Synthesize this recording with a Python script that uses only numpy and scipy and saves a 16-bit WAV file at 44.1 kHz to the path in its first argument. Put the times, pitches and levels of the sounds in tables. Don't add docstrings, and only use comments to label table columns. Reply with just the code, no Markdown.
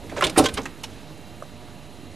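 import sys
import numpy as np
from scipy import signal
from scipy.fft import rfft, irfft, next_fast_len
from scipy.io import wavfile
from scipy.ndimage import uniform_filter1d

SR = 44100
rng = np.random.default_rng(int(sys.argv[2]) if len(sys.argv) > 2 else 0)


def digitize_waveform(pressure):
    field = np.atleast_2d(pressure).T
    bounded = np.clip(field, -1, 1)
    quanta = np.round(bounded * 32767).astype(np.int16)
    wavfile.write(sys.argv[1], SR, quanta)


def convert_level_to_amplitude(level_db):
    exponent = np.asarray(level_db, float) / 20
    return 10 ** exponent


N = 94815

# hz, density_db_per_hz
AIR_SPECTRUM = [(25, -6.5), (50, 0.5), (120, -2.5), (220, 2.5), (500, -6.5), (1100, -14.5), (3900, -22.5),
                (13500, -32)]
# time_s, level_db
AIR_LEVEL_CURVE = [(0, -41.5), (.35, -36.5), (.75, -42.5), (1.101, -43), (1.35, -44), (2.15, -44)]
# centre_hz, width_hz, level_db
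DUCT_PEAKS = [(97.1, 7.7, -50.5), (148.9, 7.3, -56), (2770, 1140, -60.5), (3940, 610, -59),
              (10900, 440, -68), (6760, 810, -68.5), (7800, 200, -75), (712, 37, -68)]
BALLAST_HARMONICS = {1: -77, 3: -72, 4: -62, 10: -61, 12: -63, 14: -67.5, 16: -68.5, 20: -70, 30: -84, 32:
                     -69.5, 34: -71, 36: -71, 44: -78.5, 46: -68, 48: -82, 52: -72, 197: -76}
# start_s, level_db, contact_s, t60_s, centre_hz
LEAF_KNOCKS = [(.03, -42, 0.021, 0.3, 268), (.118, -35.5, 0.014, 0.12, 510),
               (.165, -27.5, 0.0083, 0.31, 550), (.222, -22, 0.0099, 0.033, 500),
               (.245, -24.5, 0.0093, 0.18, 456), (.375, -15.5, 0.019, 0.03, 556),
               (.399, -20, 0.012, 0.25, 480), (.44, -22.5, 0.0096, 0.11, 400),
               (.483, -35, 0.0084, 0.061, 327), (.572, -28, 0.018, 0.069, 630),
               (.61, -40.5, 0.053, 0.052, 273), (.66, -36, 0.0035, 0.043, 166.4),
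               (.846, -48, 0.01, 0.068, 322), (1.09, -48, 0.053, 0.09, 190)]
# centre_hz, width_hz, level_db
LEAF_MODES = [(314.8, 12.5, 2.5), (271, 22, 2.5), (357, 8.3, -27), (456.3, 23, 4.5), (590, 27, -6),
              (727, 85, 0.5), (880, 25, -31), (93, 56, 1)]
# start_s, level_db, contact_s, t60_s, centre_hz
BAR_CLACKS = [(.0955, -40, 0.0039, 0.077, 2040), (.113, -44, 0.007, 0.082, 2050),
              (.159, -36, 0.034, 0.058, 2080), (.209, -26, 0.003, 0.074, 1770),
              (.2225, -19, 0.0018, 0.1, 1920), (.238, -22, 0.012, 0.053, 2800),
              (.267, -24.5, 0.004, 0.075, 2830), (.297, -30, 0.0025, 0.046, 3370),
              (.359, -25, 0.018, 0.036, 1170), (.363, -31, 0.021, 0.015, 1830),
              (.377, -18.5, 0.014, 0.085, 3560), (.438, -27, 0.012, 0.065, 3620),
              (.4555, -20, 0.0064, 0.057, 3120), (.485, -30.5, 0.008, 0.051, 2640),
              (.5405, -39.5, 0.0031, 0.21, 3500), (.569, -32, 0.015, 0.11, 1510),
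              (.573, -27.5, 0.0033, 0.056, 2930), (.655, -31, 0.0023, 0.074, 1780),
              (.8345, -32, 0.009, 0.045, 3100), (.9, -53.5, 0.12, 0.27, 2620),
              (1.245, -60, 0.0033, .04, 2800), (.422, -38.5, 0.018, 0.033, 4540)]
# centre_hz, width_hz, level_db
BAR_MODES = [(2140, 59, -3), (3164, 230, 25.5), (3700, 120, 5), (4580, 120, -15)]
# start_s, pitch_hz, peak_db,
# t60_s
CLEAN_RINGS = [(.096, 2120, -39, .02), (.118, 590, -34, .03), (.125, 307, -26, .07), (.125, 680, -30, .05),
               (0.165, 1170, -29.5, 0.046), (0.175, 544, -24.5, 0.066), (.1745, 1680, -27, .02),
               (0.209, 1320, -15, .04), (.21, 2050, -22, .04), (.2235, 572, -16, .04),
               (0.2232, 1049, -13.5, .07), (0.2244, 1420, -14, .035), (.224, 2850, -20, .03),
               (.228, 370, -16, .1), (.2405, 3563, -13, .05), (0.2398, 3060, -14.5, .06),
               (.241, 2070, -23, .05), (.248, 3410, -18, .03), (.255, 4040, -22, .02),
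               (.2675, 3530, -28, .03), (.268, 379, -29.5, .07), (.27, 615, -28, .07),
               (.297, 3690, -32.5, .04),
               (0.3754, 340, -1, .04), (0.3754, 413, -7, .05), (.378, 748, -11, .06), (.39, 765, -10, .07),
               (.3885, 335, -9, .03), (.419, 300, -12, .07), (.386, 606, -15, .05), (0.389, 437, -11, .05),
               (.389, 880, -11.5, .06), (.4, 291.7, -6, .12), (.401, 444, -7, .08), (.401, 590, -12, 0.074),
               (.396, 1315, -17.5, .06), (0.395, 1075, -14, 0.055), (.447, 495, -21, .04),
               (0.382, 8920, -5.5, .04), (.388, 9140, -8.5, .043), (0.436, 285, -12, .07),
               (.459, 1050, -16, .05), (.46, 1535, -21.5, .09), (.459, 3280, -16, .04),
               (.459, 2820, -23.5, .04), (.576, 440, -20.5, .02), (.583, 397, -21, 0.043),
               (.578, 1083, -28, .05), (0.577, 1626, -27, .04), (.577, 3180, -24.5, .04),
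               (.589, 274, -20, .06), (.661, 1840, -25.5, 0.022), (.656, 1240, -32, 0.037),
               (.6555, 1620, -24.5, .03), (.66, 2600, -29, .03), (.657, 910, -30, .04),
               (.8385, 900, -27, .025), (.845, 850, -32, .03), (.843, 5440, -33, .015),
               (1.4235, 1550, -33, .012), (.838, 2910, -29, 0.037), (1.428, 5900, -41, .01)]
# start_s, level_db, contact_s, t60_s, centre_hz
LATCH_TICKS = [(.097, -51.5, .003, 0.12, 6800), (.165, -43.5, 0.012, 0.24, 6500),
               (.209, -31, 0.0017, 0.012, 9900), (.2375, -29, 0.01, 0.064, 8400),
               (.267, -28.5, 0.0014, 0.016, 7400), (.296, -34.5, 0.0036, 0.034, 8150),
               (.363, -46, 0.016, .04, 8500), (.374, -22, 0.019, 0.075, 9300),
               (.438, -35.5, 0.0082, 0.034, 8360), (.456, -28, 0.0092, 0.041, 6400),
               (.485, -45, 0.0069, 0.046, 9200), (.5395, -31, 0.0025, 0.055, 9350),
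               (.575, -39, 0.0047, 0.072, 5270), (.617, -43, 0.0027, 0.022, 6500),
               (.63, -46.5, 0.0099, 0.045, 6600), (.655, -37.5, 0.0021, 0.049, 6500),
               (.833, -40, 0.0049, 0.062, 9900), (.836, -38.5, 0.0066, 0.075, 5700),
               (1.175, -55.5, .004, 0.045, 8900), (1.423, -51.5, 0.004, 0.014, 9050),
               (.398, -37, 0.0056, 0.045, 7800)]
# centre_hz, width_hz, level_db
LATCH_MODES = [(6500, 340, 15), (7750, 180, -17), (9400, 280, -10)]
# start_s, level_db, contact_s, t60_s, centre_hz
DOOR_THUMPS = [
    (.17, -38, 0.084, 0.17, 74),
    (.24, -36, 0.03, 0.22, 122),
    (.376, -27, 0.039, 0.2, 70),
    (.5, -39, 0.076, 0.33, 68.6),
    (.59, -60, 0.037, 0.16, 60.4),
]
CREAK_PARTIALS = [-27, -28.5]
LOUD_CUT_SHIFT_HZ = [
    [-150],
    [450],
]

SCATTER_DB = 3


def rms_one(x):
    return x / np.sqrt(np.mean(x ** 2) + 1e-20)


def drift(rate_hz):
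    step = 40
    r = np.exp(-2 * np.pi * step * rate_hz / SR)
    noise = rng.standard_normal(N // step + 2002)
    slow = signal.lfilter([1], [1, -2 * r, r * r], noise)[2000:]
    return np.interp(np.arange(N) / step, np.arange(len(slow)), rms_one(slow))


def resonance(x, hz, width_hz):
    r = np.exp(-np.pi * width_hz / SR)
    poles = [1, -2 * r * np.cos(2 * np.pi * hz / SR), r * r]
    return signal.lfilter([(1 - r * r) / 2, 0, (r * r - 1) / 2], poles, x + 1e-18)


def ducts():
    out = np.zeros(N)
    for hz, width_hz, db in DUCT_PEAKS:
        noise = rng.standard_normal(N + SR)
        once = resonance(noise, hz, width_hz)
        out += convert_level_to_amplitude(db) * rms_one(resonance(once, hz, width_hz)[SR:])
    return out


def air():
    out = np.zeros(N)
    edges_hz = 20 * 2 ** np.arange(0, 10, .5)
    white = rng.standard_normal((2, N + SR))
    hz, db = np.transpose(AIR_SPECTRUM)
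    for k, (low, high) in enumerate(zip(edges_hz, edges_hz[1:])):
        sos = signal.butter(2, [low, high], "band", fs=SR, output="sos")
        band = signal.sosfilt(sos, white[k % 2])[SR:]
        band_db = np.interp(np.log(low * high) / 2, np.log(hz), db)
        out += band * convert_level_to_amplitude(band_db + 1.4 * drift(16))
    time_s, level_db = np.transpose(AIR_LEVEL_CURVE)
    level = convert_level_to_amplitude(np.interp(np.arange(N) / SR, time_s, level_db))
    return level * rms_one(out) + ducts()


def ballasts():
    mains_hz = 59.94
    t = np.arange(N) / SR
    out = np.zeros(N)
    for k, db in BALLAST_HARMONICS.items():
        level = np.sqrt(2) * convert_level_to_amplitude(db + SCATTER_DB * drift(1.0))
        out += level * np.sin(2 * np.pi * (k * mains_hz * t + rng.random()))
    return out


def struck(rows, body, spread, broad_db, modes_db, rise):
    grain_db = 3
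    out = np.zeros(N + SR)
    t = np.arange(SR // 3) / SR
    size = (len(rows), len(t))
    grit = rng.standard_normal(size) * convert_level_to_amplitude(grain_db * rng.standard_normal(size))
    luck = convert_level_to_amplitude(SCATTER_DB * rng.standard_normal((len(rows), 16)))
    for (start_s, db, contact_s, t60_s, hz), clicks, mode_luck in zip(rows, grit, luck):
        swell = np.minimum(t / (rise * contact_s), 1)
        shape = swell * convert_level_to_amplitude(-60 * np.maximum(t - contact_s, 0) / t60_s)
        dull = np.exp(-2 * np.pi * 0.65 * hz / SR)
        wide = resonance(shape * clicks, hz, 2 * spread * hz)
        wide = signal.lfilter([1 - dull], [1, -dull], wide)
        near = resonance(wide, hz, spread * hz)
        rung = np.zeros(len(t))
        for k, (mode_hz, width_hz, mode_db) in enumerate(body):
            gain = convert_level_to_amplitude(mode_db) * mode_luck[k] * np.sqrt(hz / width_hz) * (-1) ** k
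            rung += gain * resonance(near, mode_hz, width_hz)
        blow = near + convert_level_to_amplitude(modes_db) * rung + convert_level_to_amplitude(broad_db) * wide
        blow *= np.sqrt(np.sum(shape ** 2) / np.sum(blow ** 2))
        i = int(start_s * SR)
        out[i:i + len(t)] += convert_level_to_amplitude(db) * blow
    return out[:N]


def knocks():
    return struck(LEAF_KNOCKS, LEAF_MODES, spread=1.07, broad_db=-6, modes_db=-6.5, rise=0.11)


def hall(x):
    t60_s, cut_hz = 0.29, 3300
    size = next_fast_len(N + SR)
    w = 2 * np.pi * np.fft.rfftfreq(size)
    dull = 1 / (1 + 1j * w * SR / (2 * np.pi * cut_hz))
    response = 0
    for k, delay_s in enumerate(rng.uniform(.011, .04, 10)):
        loop = convert_level_to_amplitude(-60 * delay_s / t60_s) * dull * np.exp(-1j * w * delay_s * SR)
        response = response + loop / (1 - loop) * (-1) ** k
    return irfft(rfft(x, size) * response, size)[:N]


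def clacks():
    return struck(BAR_CLACKS, BAR_MODES, spread=0.66, broad_db=10, modes_db=-20, rise=0.2)


def rings():
    max_cycles, rise_cycles = 140, 0.91
    out = np.zeros(N)
    for start_s, hz, db, t60_s in CLEAN_RINGS:
        t = np.maximum(np.arange(N) / SR - start_s, 0)
        decay = convert_level_to_amplitude(db - 60 * t / min(t60_s, max_cycles / hz))
        out += decay * np.sin(2 * np.pi * hz * t) * np.minimum(t * hz / rise_cycles, 1)
    return out


def ticks():
    return struck(LATCH_TICKS, LATCH_MODES, spread=0.22, broad_db=9, modes_db=-20, rise=0.15)


def thumps():
    return struck(DOOR_THUMPS, [], spread=1.58, broad_db=-40, modes_db=0, rise=0.35)


def creak():
    start_s, slip_hz, width_s = 1.425, 600, .0022
    t = np.arange(N) / SR - start_s
    swell = np.exp(-(t / (width_s * np.where(t > 0, 1.3, .8))) ** 2)
    slips = sum(convert_level_to_amplitude(db) * np.cos(2 * np.pi * (k + 1) * slip_hz * t) for k, db in enumerate(CREAK_PARTIALS))
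    return swell * slips


def scene():
    mic_roll_off_hz, hall_db = 14600, -22
    door = knocks() + clacks() + rings() + ticks() + thumps() + creak()
    door = signal.sosfilt(signal.butter(2, mic_roll_off_hz, fs=SR, output="sos"), door)
    mono = door + convert_level_to_amplitude(hall_db) * hall(door) + air() + ballasts()
    return np.array([mono, mono])


def roll_off(x):
    return signal.sosfilt(signal.butter(12, 14190, fs=SR, output="sos"), x)


def record(dry):
    track_db = np.array([[-1.6], [1.4]])
    cut_hz, late_cut_hz = np.array([[13230], [13760]]), 13000
    cut_change_s, loud_db = 1.445, -30
    x = dry * convert_level_to_amplitude(track_db)
    x = .7 * np.tanh(x / 0.74) + convert_level_to_amplitude(-85) * rng.standard_normal(x.shape)
    size = next_fast_len(N + SR // 10)
    hz = np.fft.rfftfreq(size, 1 / SR)
    spectrum = rfft(x, size)

    def top_cut(top_hz):
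        return irfft(spectrum * np.clip((top_hz - hz) / 250, 0, 1) ** 2, size)[:, :N]

    low = top_cut(late_cut_hz)
    usual = top_cut(cut_hz)
    wide = top_cut(cut_hz + LOUD_CUT_SHIFT_HZ)
    early = np.clip((cut_change_s - np.arange(N) / SR) / .012, 0, 1)
    power = uniform_filter1d(np.diff(low[1], prepend=0) ** 2, size=500)
    loud = uniform_filter1d(1. * (power > convert_level_to_amplitude(2 * loud_db)), size=500)
    offset = [[.0002], [.0072]]
    mix = low + early * (usual - low) + loud * (wide - usual) + offset
    return roll_off(mix)


dry = scene()
out = record(dry)
digitize_waveform(out)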